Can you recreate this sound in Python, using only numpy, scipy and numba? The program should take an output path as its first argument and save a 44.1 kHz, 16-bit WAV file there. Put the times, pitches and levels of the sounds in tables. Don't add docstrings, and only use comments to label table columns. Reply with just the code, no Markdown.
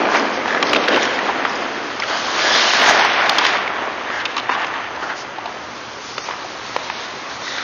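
import sys
import numpy as np
from scipy import signal
from scipy.fft import rfft, irfft
from scipy.io import wavfile
from scipy.ndimage import uniform_filter1d
from numba import njit

SR = 44100
rng = np.random.default_rng(int(sys.argv[2]) if len(sys.argv) > 2 else 0)


def field_ratio(decibels):
    return 10 ** (np.asarray(decibels, dtype=float) / 20)


def digitize_waveform(pressure):
    field = np.atleast_2d(pressure).T
    bounded = np.clip(field, -1, 1)
    quanta = np.round(bounded * 32767).astype(np.int16)
    wavfile.write(sys.argv[1], SR, quanta)


N = 336702

# frequency in Hz, level in dB per Hz.
FAN_ROAR = [(15, -42.5), (25, -21.5), (53, 3.5), (157, 8), (341, 8), (462, 4.5), (1130, 16), (1570, 11),
            (2290, 5), (2760, 7), (4860, -18.5), (6300, 0), (6920, -44), (9000, -40.5), (15200, -120)]
# frequency in Hz, width in Hz, level in dB.
MOTOR_HUMS = [
    (72, 8.5, -59.5),
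    (119.5, 22, -54),
]

# low edge in Hz, high edge in Hz, cracks a second, size scatter in dB.
CRACK_SIZES = [
    (224, 626, 2400, 1),
    (572, 1310, 3000, -1),
    (1300, 2576, 5000, 0.5),
    (2433, 4730, 4900, 0.5),
    (4050, 6350, 14000, 1.5),
]
# time in seconds, load in dB, body weight in dB, sideways skid in dB.
EDGE = [(0, -27, 6, -8.5), (.4, -27.5, 2, -9), (.95, -27, 4, -5), (1.35, -26.5, -1, -10),
        (1.95, -32, -1, -5), (2.3, -28, -3.5, 0), (2.5, -20.5, -6.5, -0.5), (2.7, -22.5, -8, -3),
        (2.9, -19, -5.5, -3.5), (3.2, -22, -10, -7.5), (3.5, -22, -7.5, -7.5), (3.7, -28.5, -4.5, -15.5),
        (4.0, -31.5, -3.5, -10), (4.9, -34.5, -2, -10.5), (5.4, -38, 0, -6), (5.95, -42, 2, 2),
        (6.8, -36, -2, -2), (7.63, -37, -1.5, -1)]
# start in seconds, hold in seconds, level in dB,
# grain in octaves above 1 kHz.
STROKES = [(0, 0.19, -21.5, 0.16), (0.144, 0.023, -18, 0), (0.2, 0.12, -25.5, -1), (0.474, 0.1, -34, 3),
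           (0.59, 0.13, -28, 5), (0.657, 0.024, -31, 3), (0.766, 0.015, -17, -1),
           (0.926, 0.044, -20.5, -1.4), (0.985, 0.053, -31, 3.5), (1.005, 0.031, -24, 0.7),
           (1.482, 0.12, -29.5, 3.5), (2.112, 0.056, -25, -0.3), (2.4, 0.064, -22, 0.6),
           (2.835, 0.08, -16, 0.24), (2.96, 0.062, -19, 0.5), (2.701, 0.086, -25, 2.9),
           (2.872, .04, -20.5, 0.5), (3.194, 0.12, -17.5, 0.23), (3.533, 0.054, -22, 0),
           (3.73, 0.15, -27.5, 0), (4.086, 0.13, -25, 0.38), (4.51, 0.031, -24.5, 1),
           (4.591, 0.059, -24, 0.5), (4.675, 0.19, -30, 0.5), (5.01, 0.056, -28, -0.5),
           (5.088, 0.039, -30, -0.4), (5.177, 0.04, -35.5, 2.5), (5.417, 0.17, -36, 0),
           (6.05, 0.26, -39, 2.5), (6.27, 0.067, -31.5, 0.5), (6.433, 0.027, -37, -1.3),
           (7.42, 0.036, -39, 2.5), (7.481, 0.15, -35.5, 2)]
# start in seconds, hold in seconds, level in dB,
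# grain in octaves above 1 kHz.
SNOW_PUFFS = [(0.124, 0.058, -34, 2.4), (0.341, 0.036, -32, 2.86), (0.682, 0.056, -30, 1.4),
              (0.907, 0.073, -22, 0.5), (1.095, 0.069, -27.5, 1.06), (2.545, 0.18, -21.5, 1.6),
              (2.745, 0.072, -20.5, 1.1), (2.88, 0.024, -19, 3.2), (3.41, 0.14, -24.5, 1.05),
              (4.139, .05, -35.5, 2.8), (4.276, 0.06, -38, 1.3), (5.015, 0.075, -29, 3.27),
              (5.967, 0.054, -50, 2.9), (6.663, 0.098, -38, 1.9), (6.811, 0.23, -37, 1.6),
              (7.333, 0.04, -41, 2.4), (2.085, 0.11, -29, 1.53), (1.017, 0.028, -31.5, 2.8),
              (6.44, 0.22, -36, 3.5), (7.557, 0.064, -32, 0.68)]
# start in seconds, hold in seconds,
# comb spacing in Hz, strength from 0 to 1.
SLIDES = [
    (.13, .05, 1500, .3),
    (.5, .08, 1750, .55),
    (2.1, .1, 1550, .4),
    (2.45, .1, 1700, .45),
    (2.57, .05, 1750, .35),
    (4.14, .09, 1680, .7),
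    (5.0, .15, 1600, .5),
    (7.47, .07, 1920, .45),
    (7.57, .06, 1860, .35),
]

# time in seconds, ring level in dB, ring pitch in Hz, crack level in dB,
# length in ms. Crunches and stick taps below have the same columns.
STRIDE_KNOCKS = [(0.053, -13.5, 840, -24.5, 1.6), (0.458, -10.5, 944, -37, 1.8),
                 (0.478, -15.5, 818, -26, 6), (0.548, -12, 1680, -27, 3.5),
                 (0.6263, -11.5, 1095, -13.5, 4.5), (0.732, -8.5, 1190, -13, 4.5),
                 (0.748, -10.5, 2330, -16, 1.6), (0.76, -13, 1524, -13.5, 5.8), (0.767, -14, 590, -26, 4.3),
                 (0.839, -26.5, 1950, -19, 2.6), (0.877, -19.5, 1710, -22.5, 10),
                 (0.883, -13, 1666, -14.5, 4.2), (0.944, -20.5, 1616, -21.5, 3.2),
                 (0.961, -17.5, 1490, -15.5, 2.6), (1.029, -23.5, 1680, -21, 3.5),
                 (1.054, -23, 1290, -17, 1.6), (1.189, -11.5, 1895, -30.5, 2.6),
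                 (1.283, -14.5, 890, -34, 18), (1.999, -21, 1095, -20.5, 5.8),
                 (2.021, -19, 2090, -22.5, 6.7), (2.035, -23, 1820, -20, 5.7)]
TURN_KNOCKS = [(2.583, -15.5, 1160, -17.5, 2.7), (2.735, -14.5, 833, -16, 4),
               (2.753, -14.5, 1725, -17.5, 2.4), (2.82, -10, 707, -25.5, 3.2),
               (2.861, -13.5, 974, -18.5, 6.1), (2.888, -14, 1646, -20, 5.4), (2.895, -10, 1570, -6.5, 1.6),
               (2.909, -4, 848, -16, 2.5), (2.994, -11, 793, -18, 4.8), (3.049, -10, 987, -22, 2.5),
               (3.2943, -13.5, 1067, -10.5, 4.5), (3.384, -10.5, 1004, -9.5, 4.4),
               (3.4504, -10.5, 1104, -12, 3.1), (3.465, -12.5, 2264, -14.5, 4.9),
               (3.571, -16, 2430, -34, 0.7), (3.677, -15.5, 2170, -42, 3.1)]
RETURN_KNOCKS = [(4.101, -17.5, 1150, -31, 2.6), (4.2535, -27.5, 1370, -15, 7.1),
                 (4.366, -16, 1035, -20.5, 6.8), (4.379, -18, 1150, -16.5, 12),
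                 (4.398, -20, 1000, -21, 2.7), (4.4925, -9.5, 1000, -28, 3.1),
                 (4.519, -19, 1130, -28.5, 8.8), (4.551, -16, 1150, -31.5, 3.4),
                 (4.618, -22, 1300, -31, 4.7), (4.645, -19.5, 1130, -25, 3.4), (4.739, -21, 1820, -35, 4.5),
                 (5.04, -26, 1710, -33.5, 3.4), (5.383, -20.5, 820, -31.5, 4.6),
                 (5.457, -18.5, 926, -27, 6), (6.18, -26, 590, -17.5, 4.2), (6.288, -15.5, 950, -29.5, 2.6),
                 (7.581, -20.5, 1390, -28.5, 10)]
CRUNCHES = [
    (.14, -23.5, 1590, -30, 41),
    (4.2, -22, 1620, -26, 21),
    (5.024, -21, 1300, -34, 21),
    (5.092, -22, 1620, -35.5, 45),
    (6.283, -38, 916, -36.5, 18),
]
STICK_TAPS = [
    (1.4505, -10, 1200, -14.5, 4),
    (6.309, -21.5, 1065, -23, 2.8),
    (6.7636, -9, 923, -18.5, 1.6),
    (6.8995, -17, 994, -18.5, 3.1),
]

# time in seconds, level in dB, pitch in Hz, length in ms.
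STRIDE_CHIPS = [(.087, -15, 910, 2.7), (.12, -12.5, 996, 2.5), (.145, -14, 1770, 4.4),
                (.155, -14.5, 2310, 6.6), (.163, -15.5, 1790, 4.4), (.171, -17.5, 1506, 3.7),
                (.195, -24.5, 4950, 4), (.481, -23, 2600, 3.4), (.506, -15.5, 1780, 3.4),
                (.525, -15, 1740, 6.4), (.572, -15, 1720, 8.1), (.626, -16, 3160, 5.5),
                (.628, -20, 5530, 2.8), (.669, -22.5, 4450, 5.7), (.695, -21, 4880, 3.4),
                (.732, -13.5, 2880, 4), (.762, -13.5, 2700, 4), (.734, -23.5, 6000, 4),
                (.764, -20.5, 3680, 4), (.885, -24.5, 4690, 5), (.053, -20, 2370, 3), (.167, -26, 4856, 8),
                (1.037, -18.5, 1790, 5), (.93, -14.5, 1097, 3), (.936, -17, 2000, 3), (.968, -15, 800, 3),
                (.149, -14, 1100, 3), (.159, -14, 1402, 3), (.886, -16, 490, 9.1), (.908, -21, 1614, 7.9),
                (.921, -17, 426, 3.2), (.933, -23, 420, 5), (.944, -13, 2730, 3.6), (.976, -11, 998, 6),
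                (1.007, -19.5, 390, 6.9), (1.033, -18, 1844, 8), (1.075, -18.5, 1540, 5),
                (.839, -22, 3110, 4), (.884, -19, 3270, 5), (.961, -23, 3720, 4), (1.022, -18, 3220, 4.6),
                (1.029, -23, 5830, 5), (1.052, -26.5, 5530, 5), (1.495, -28.5, 5070, 6.1),
                (1.4525, -23.5, 3100, 2.1), (1.305, -19, 894, 5.8), (1.451, -19, 2155, 4.5)]
LATER_CHIPS = [(2.475, -16, 1670, 15), (2.51, -15, 1720, 6), (2.549, -14, 1710, 6.6),
               (2.595, -19.5, 1780, 7.4), (2.948, -10, 900, 3), (3.4505, -13, 2170, 3),
               (3.2945, -10.5, 3660, 2.7), (3.3847, -11, 3270, 4.2), (2.628, -13.5, 1800, 1.7),
               (2.698, -17, 988, 2.5), (2.734, -16.5, 1677, 4), (3.415, -15, 994, 9.5),
               (4.249, -24, 1300, 2.8), (4.255, -21.5, 3500, 4.5), (4.371, -16.5, 1020, 3),
               (4.961, -33.5, 4050, 2.5), (4.97, -22, 937, 12), (5.386, -26, 900, 6.7),
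               (5.474, -24.5, 980, 6.6), (6.18, -20, 2830, 3.6), (6.299, -22.5, 1000, 4.4),
               (6.336, -26, 1200, 3.2), (6.445, -26.5, 740, 6.6), (6.7641, -23, 4200, 1.7),
               (7.549, -25.5, 1380, 14), (4.366, -20, 3930, 3.8), (4.378, -25, 5480, 2.9),
               (4.39, -26.5, 3040, 11), (4.497, -11.5, 1007, 2), (4.525, -25.5, 2710, 6.2),
               (4.575, -17, 800, 6.8), (4.607, -16.5, 890, 4.6), (4.645, -21, 2140, 4.3),
               (4.905, -26, 834, 4.8), (7.314, -31, 1770, 3.6), (7.467, -24.5, 1380, 6.6),
               (7.479, -21.5, 2000, 4.8), (7.51, -29, 1610, 5.5), (7.582, -23, 3580, 7.3),
               (7.605, -28, 1390, 8)]
MORE_CHIPS = [(4.496, -24, 2750, 4), (4.458, -26, 1800, 5), (4.667, -33, 5100, 5), (6.181, -30, 5000, 3),
              (6.311, -26, 2900, 3), (3.049, -22, 4300, 3), (4.493, -26, 339, 5), (4.492, -20, 1900, 4),
              (6.18, -26, 380, 6.2), (6.1802, -21.5, 1400, 4), (6.764, -20, 522, 3.7),
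              (6.764, -14.5, 1890, 2), (1.999, -21.5, 5170, 4), (2.025, -22, 1400, 13),
              (0.732, -13.5, 1910, 4), (.627, -13.5, 1890, 3.4), (2.888, -11, 996, 10),
              (1.555, -28.5, 5030, 5.4), (6.18, -25, 3400, 3), (.458, -17, 1900, 2),
              (3.4505, -16, 3200, 2.5)]
# start in seconds, hold in seconds, level in dB,
# pitch in Hz, width as a share of the pitch.
CHATTERS = [(.14, .035, -22, 1700, .3), (.03, .05, -25, 620, .25), (.49, .09, -26, 1500, .3),
            (.9, .08, -25, 1550, .15), (.93, .05, -27, 2700, .2), (2.53, .07, -29, 3600, .1),
            (2.6, .23, -25, 3000, .14), (2.52, .2, -30, 4750, .08), (2.875, .02, -27, 6300, .07),
            (2.2, .2, -29, 1100, .15), (2.84, .08, -24, 950, .15), (2.84, .08, -24, 1900, .1),
            (2.97, .07, -25, 900, .15), (4.51, .12, -27, 1000, .18), (4.53, .1, -31, 1700, .1),
            (4.7, .09, -29, 1050, .18), (7.45, .17, -37, 3650, .07), (7.46, .15, -36, 1900, .07),
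            (2.55, .2, -30, 3700, .12), (7.55, .07, -33, 1350, .12), (7.39, .04, -37, 1100, .15),
            (6.33, .03, -34, 1100, .15), (3.0, .2, -29, 2700, .2), (3.4, .2, -31, 3000, .2),
            (7.25, .04, -36, 1100, .15)]

# start in seconds, hold in seconds.
NARROWED = [(.32, .09), (.64, .07), (.77, .075), (1.205, .03), (1.4, .03), (2.24, .02), (2.81, .02),
            (2.985, .24), (3.59, .02), (3.71, .02), (6.155, .02), (6.21, .035), (6.91, .07)]
# start in seconds, hold in seconds, low edge in Hz,
# high edge in Hz, share dropped from 0 to 1.
STARVED = [
    (4.45, .075, 3000, 6800, .45),
    (6.12, .05, 3000, 4400, .4),
    (6.19, .055, 2900, 4200, .5),
    (6.74, .08, 3200, 5500, .2),
    (3.06, .17, 4000, 6600, .25),
    (.69, .05, 4800, 6800, .2),
    (0, .08, 6200, 6900, .4),
    (7.3, .14, 5000, 6800, .1),
]

FANS_DB = -35
HALL_T60_S, HALL_DAMP = 1.75, 0.47
KNOCK_WET_DB, CARVE_WET_DB = -15.5, -17.5
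STRIDE_CRACK_HZ, TURN_CRACK_HZ, RETURN_CRACK_HZ, STICK_CRACK_HZ = 2380, 3286, 2430, 1800
CHIP_WIDTH, CHIP_RING = .24, .6
CHATTER_RATE, CHATTER_DB = 70, 4
LARGEST_CRACK, FLICKER_DB = 2.6, .6
GROOVE_DB, GROOVE_PER_WEIGHT = 1.5, 0.25
SNOW_DB, POWDER_DB, POWDER_PER_SKID = -1.5, -5, 1.65
GRAIN_OCTAVES = 0.53
RISE_S, FALL_S, EASE = 0.035, 0.017, .1
MIRROR_REST = .22
SING_DB, SING_WIDTH = 2, .06
OVERTONE, OVERTONE_DB = 1.93, -1
MIC_LOW_HZ, RUMBLE_HZ, CUT_HZ, NARROW_HZ = 172, 42, 6880, 6510
PREAMP_CEILING, CEILING = .75, .72
FRAME, LINES_KEPT, BAND_LINES, COARSE_FROM = 1152, 402, 6, 155
STEP_PER_RMS, CALM_CREST = 2.1, 4.2


def level(x, db):
    return x * field_ratio(db) / np.sqrt(np.mean(x ** 2))


def burst(x, db):
    return x * field_ratio(db) / np.sqrt(np.max(uniform_filter1d(x ** 2, size=110)))


def band(x, lo_hz, hi_hz):
    return signal.sosfilt(signal.butter(2, [lo_hz, hi_hz], "band", fs=SR, output="sos"), x)


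def walk(rate):
    k = int(SR / rate)
    held = np.repeat(rng.standard_normal(N // 200), k)[:N]
    return 0.87 * uniform_filter1d(uniform_filter1d(held, k), k)


def curves(table):
    s, *columns = np.transpose(table)
    return [np.interp(np.arange(N) / SR, s, c) for c in columns]


def swell(start_s, hold_s):
    rise_s, fall_s = RISE_S + EASE * hold_s, FALL_S + EASE * hold_s
    corners = start_s + np.cumsum([-rise_s, rise_s, hold_s, fall_s])
    return np.interp(np.arange(N) / SR, corners, [0, 1, 1, 0])


def around(start_s, hold_s):
    return slice(max(int((start_s - .15) * SR), 0), int((start_s + hold_s + .2) * SR))


def fans():
    f = np.maximum(np.arange(N // 2 + 1) * SR / N, 1)
    hz, db = np.transpose(FAN_ROAR)
    shape = field_ratio(np.interp(np.log(f), np.log(hz), db))
    roar = irfft(rfft(rng.standard_normal(N)) * shape, N)
    hums = sum(level(band(rng.standard_normal(N), c - w / 2, c + w / 2), d) for c, w, d in MOTOR_HUMS)
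    return level(roar, FANS_DB) * field_ratio(0.19 * walk(8.9)) + hums


@njit
def hall(x, lags, gain, damp):
    line, soft, out = np.zeros((8, 8192)), np.zeros(8), np.zeros(len(x))
    for i in range(len(x)):
        total = 0.
        for k in range(8):
            soft[k] += (1 - damp) * (gain[k] * line[k, (i - lags[k]) & 8191] - soft[k])
            total += soft[k]
        out[i] = soft[0] - soft[3] + soft[5] - soft[6]
        for k in range(8):
            line[k, i & 8191] = x[i] + soft[k] - total / 4
    return out


def knocks():
    out, t = np.zeros(N + 2048), np.arange(2048) / SR
    groups = [(STRIDE_KNOCKS, STRIDE_CRACK_HZ), (TURN_KNOCKS, TURN_CRACK_HZ),
              (RETURN_KNOCKS + CRUNCHES, RETURN_CRACK_HZ), (STICK_TAPS, STICK_CRACK_HZ)]
    events = [(*row, hz) for rows, hz in groups for row in rows]
    noise = rng.standard_normal((len(events), len(t)))
    strike = 1 - np.exp(-t / .0003)
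    for (s, ring_db, ring_hz, crack_db, ms, crack_hz), chip in zip(events, noise):
        fade = strike * np.exp(-(1000 * t / ms) ** 1.25)
        ring = -np.sin(2 * np.pi * ring_hz * t) - 0.13 * np.sin(2 * np.pi * 2.15 * ring_hz * t)
        grind = level(band(chip, 660, 1650), -4.0) + level(band(chip, ring_hz / 1.25, ring_hz * 1.205), -0.66)
        body = ring + ms / 6 * grind
        broad = band(band(chip, crack_hz / 4, crack_hz * 2), crack_hz / 3, crack_hz * 1.7)
        peak = band(chip, crack_hz / 1.3, crack_hz * 1.25)
        splinter = level(broad, 0) + level(peak, -5)
        i = int(s * SR)
        out[i:i + len(t)] += burst(fade * body, ring_db) + burst(fade * splinter, crack_db)
    return out[:N]


def chips():
    out, t = np.zeros(N + 2048), np.arange(2048) / SR
    events = STRIDE_CHIPS + LATER_CHIPS + MORE_CHIPS
    noise = rng.standard_normal((len(events), len(t)))
    for (s, db, hz, ms), grit in zip(events, noise):
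        fade = (1 - np.exp(-t / .0005)) * np.exp(-(1000 * t / ms) ** 1.5)
        rough = level(band(grit, hz / (1 + CHIP_WIDTH), hz * (1 + CHIP_WIDTH)), -6.5)
        tone = CHIP_RING * np.sin(2 * np.pi * hz * t) + rough
        i = int(s * SR)
        out[i:i + len(t)] += burst(fade * tone, db)
    return out[:N]


def chatters():
    rasp = rng.standard_normal(N) * field_ratio(CHATTER_DB * walk(CHATTER_RATE))
    out = np.zeros(N)
    for s, hold_s, db, hz, width in CHATTERS:
        span = around(s, hold_s)
        narrow = band(rasp[span], hz / (1 + width), hz * (1 + width))
        out[span] += swell(s, hold_s)[span] * level(narrow, db)
    return out


def layer_gains():
    load, weight, skid = curves(EDGE)
    glide_db = [load + weight, load + GROOVE_DB + GROOVE_PER_WEIGHT * weight, load,
                load + SNOW_DB + skid, load + POWDER_DB + POWDER_PER_SKID * skid]
    power = field_ratio(2 * np.array(glide_db))
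    octaves = np.array([np.log2(np.sqrt(lo * hi) / 1000) for lo, hi, *_ in CRACK_SIZES])
    for s, hold_s, db, grain in STROKES + SNOW_PUFFS:
        share = np.exp(-((octaves - grain) / GRAIN_OCTAVES) ** 2)
        span = around(s, hold_s)
        power[:, span] += np.outer(share, field_ratio(2 * db) * swell(s, hold_s)[span] ** 2)
    return np.sqrt(power)


def ice_mirror():
    s, hold_s, comb_hz, _ = np.transpose(SLIDES)
    strength = MIRROR_REST + sum((top - MIRROR_REST) * swell(a, b) for a, b, _, top in SLIDES)
    return np.interp(np.arange(N) / SR, s + hold_s / 2, comb_hz), strength


def singing_steel(rasp, multiple, db):
    out = np.zeros(N)
    for s, hold_s, comb_hz, top in SLIDES:
        hz = multiple * comb_hz
        out += top * swell(s, hold_s) * level(band(rasp, hz * (1 - SING_WIDTH), hz * (1 + SING_WIDTH)), db)
    return out


def blades():
    gains = layer_gains()
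    comb_hz, mirror = ice_mirror()
    judder = walk(30)
    layers = []
    for gain, (lo, hi, rate, scatter_db) in zip(gains, CRACK_SIZES):
        happens = rng.random(N) < rate / SR
        size = rng.standard_normal(N) * field_ratio(scatter_db * rng.standard_normal(N))
        cracks = happens * np.clip(size, -LARGEST_CRACK, LARGEST_CRACK)
        flicker = field_ratio(FLICKER_DB * (judder + walk(18)))
        layers.append(gain * level(band(cracks, lo, hi), 0) * flicker)
    bright = sum(layers[2:])
    echo = np.interp(np.arange(N) + 2 - SR / comb_hz, np.arange(N), bright)
    echo = signal.lfilter(*signal.butter(1, 2500, fs=SR), echo)
    mirrored = (bright + mirror * echo) / np.sqrt(1 + mirror ** 2)
    rasp = rng.standard_normal(N)
    sing = singing_steel(rasp, 1, SING_DB)
    overtone = singing_steel(rasp, OVERTONE, OVERTONE_DB)
    return sum(layers[:2]) + gains[2] * sing + gains[3] * overtone + mirrored


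def scene():
    low_cut = signal.butter(3, MIC_LOW_HZ, "high", fs=SR, output="sos")
    carve = signal.sosfilt(low_cut, blades() + chatters())
    ticks = signal.sosfilt(low_cut, knocks() + chips())
    lags = np.array([1153, 1613, 2111, 2699, 3301, 3907, 4603, 5407])
    feed = field_ratio(CARVE_WET_DB) * carve + field_ratio(KNOCK_WET_DB) * ticks + 1e-18
    wet = hall(feed, lags, field_ratio(-60 * lags / SR / HALL_T60_S), HALL_DAMP)
    return (carve + ticks + wet + fans())[None]


def coarse_frames(x):
    n, k = np.arange(2 * FRAME)[:, None] + .5, np.arange(LINES_KEPT) + .5
    window = np.sin(np.pi * n / 2 / FRAME)
    basis = window * np.cos(np.pi / FRAME * (n + FRAME / 2) * k) * np.sqrt(2 / FRAME)
    count = N // FRAME + 2
    blocks = np.pad(x, (FRAME, (count + 1) * FRAME - N - FRAME)).reshape(-1, FRAME)
    pairs = np.hstack([blocks[:-1], blocks[1:]])
    lines = pairs @ basis
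    calm = np.abs(pairs).max(axis=1) < CALM_CREST * pairs.std(axis=1)
    step = STEP_PER_RMS * np.sqrt(uniform_filter1d(lines ** 2, size=31, axis=1) + 1e-16)
    lines[calm, COARSE_FROM:] = (step * np.round(lines / step))[calm, COARSE_FROM:]
    t = np.arange(count)[:, None] * FRAME / SR
    hz = (np.arange(LINES_KEPT // BAND_LINES) + .5) * BAND_LINES * SR / 2 / FRAME
    share = sum(p * (t > s) * (t < s + hold_s) * (hz > lo) * (hz < hi) for s, hold_s, lo, hi, p in STARVED)
    kept = np.repeat(rng.random(share.shape) > share, BAND_LINES, axis=1)
    frames = (lines * kept) @ basis.T
    return (frames[:-1, FRAME:] + frames[1:, :FRAME]).ravel()[:N]


def band_limit(x):
    return signal.sosfilt(signal.butter(12, 15830, fs=SR, output="sos"), x)


def record(dry):
    rumble_cut = signal.butter(2, RUMBLE_HZ, "high", fs=SR, output="sos")
    loaded = signal.sosfilt(rumble_cut, np.clip(dry, -PREAMP_CEILING, PREAMP_CEILING))
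    wide, narrow = (signal.sosfiltfilt(signal.ellip(10, .15, 60, hz, fs=SR, output="sos"), loaded)
                    for hz in (CUT_HZ, NARROW_HZ))
    t = np.arange(N) / SR
    busy = uniform_filter1d(sum(1. * (t > s) * (t < s + hold_s) for s, hold_s in NARROWED), size=600)
    stored = coarse_frames((wide + busy * (narrow - wide))[0])[None]
    return band_limit(np.clip(stored, -CEILING, CEILING))


dry = scene()
out = record(dry)
digitize_waveform(out)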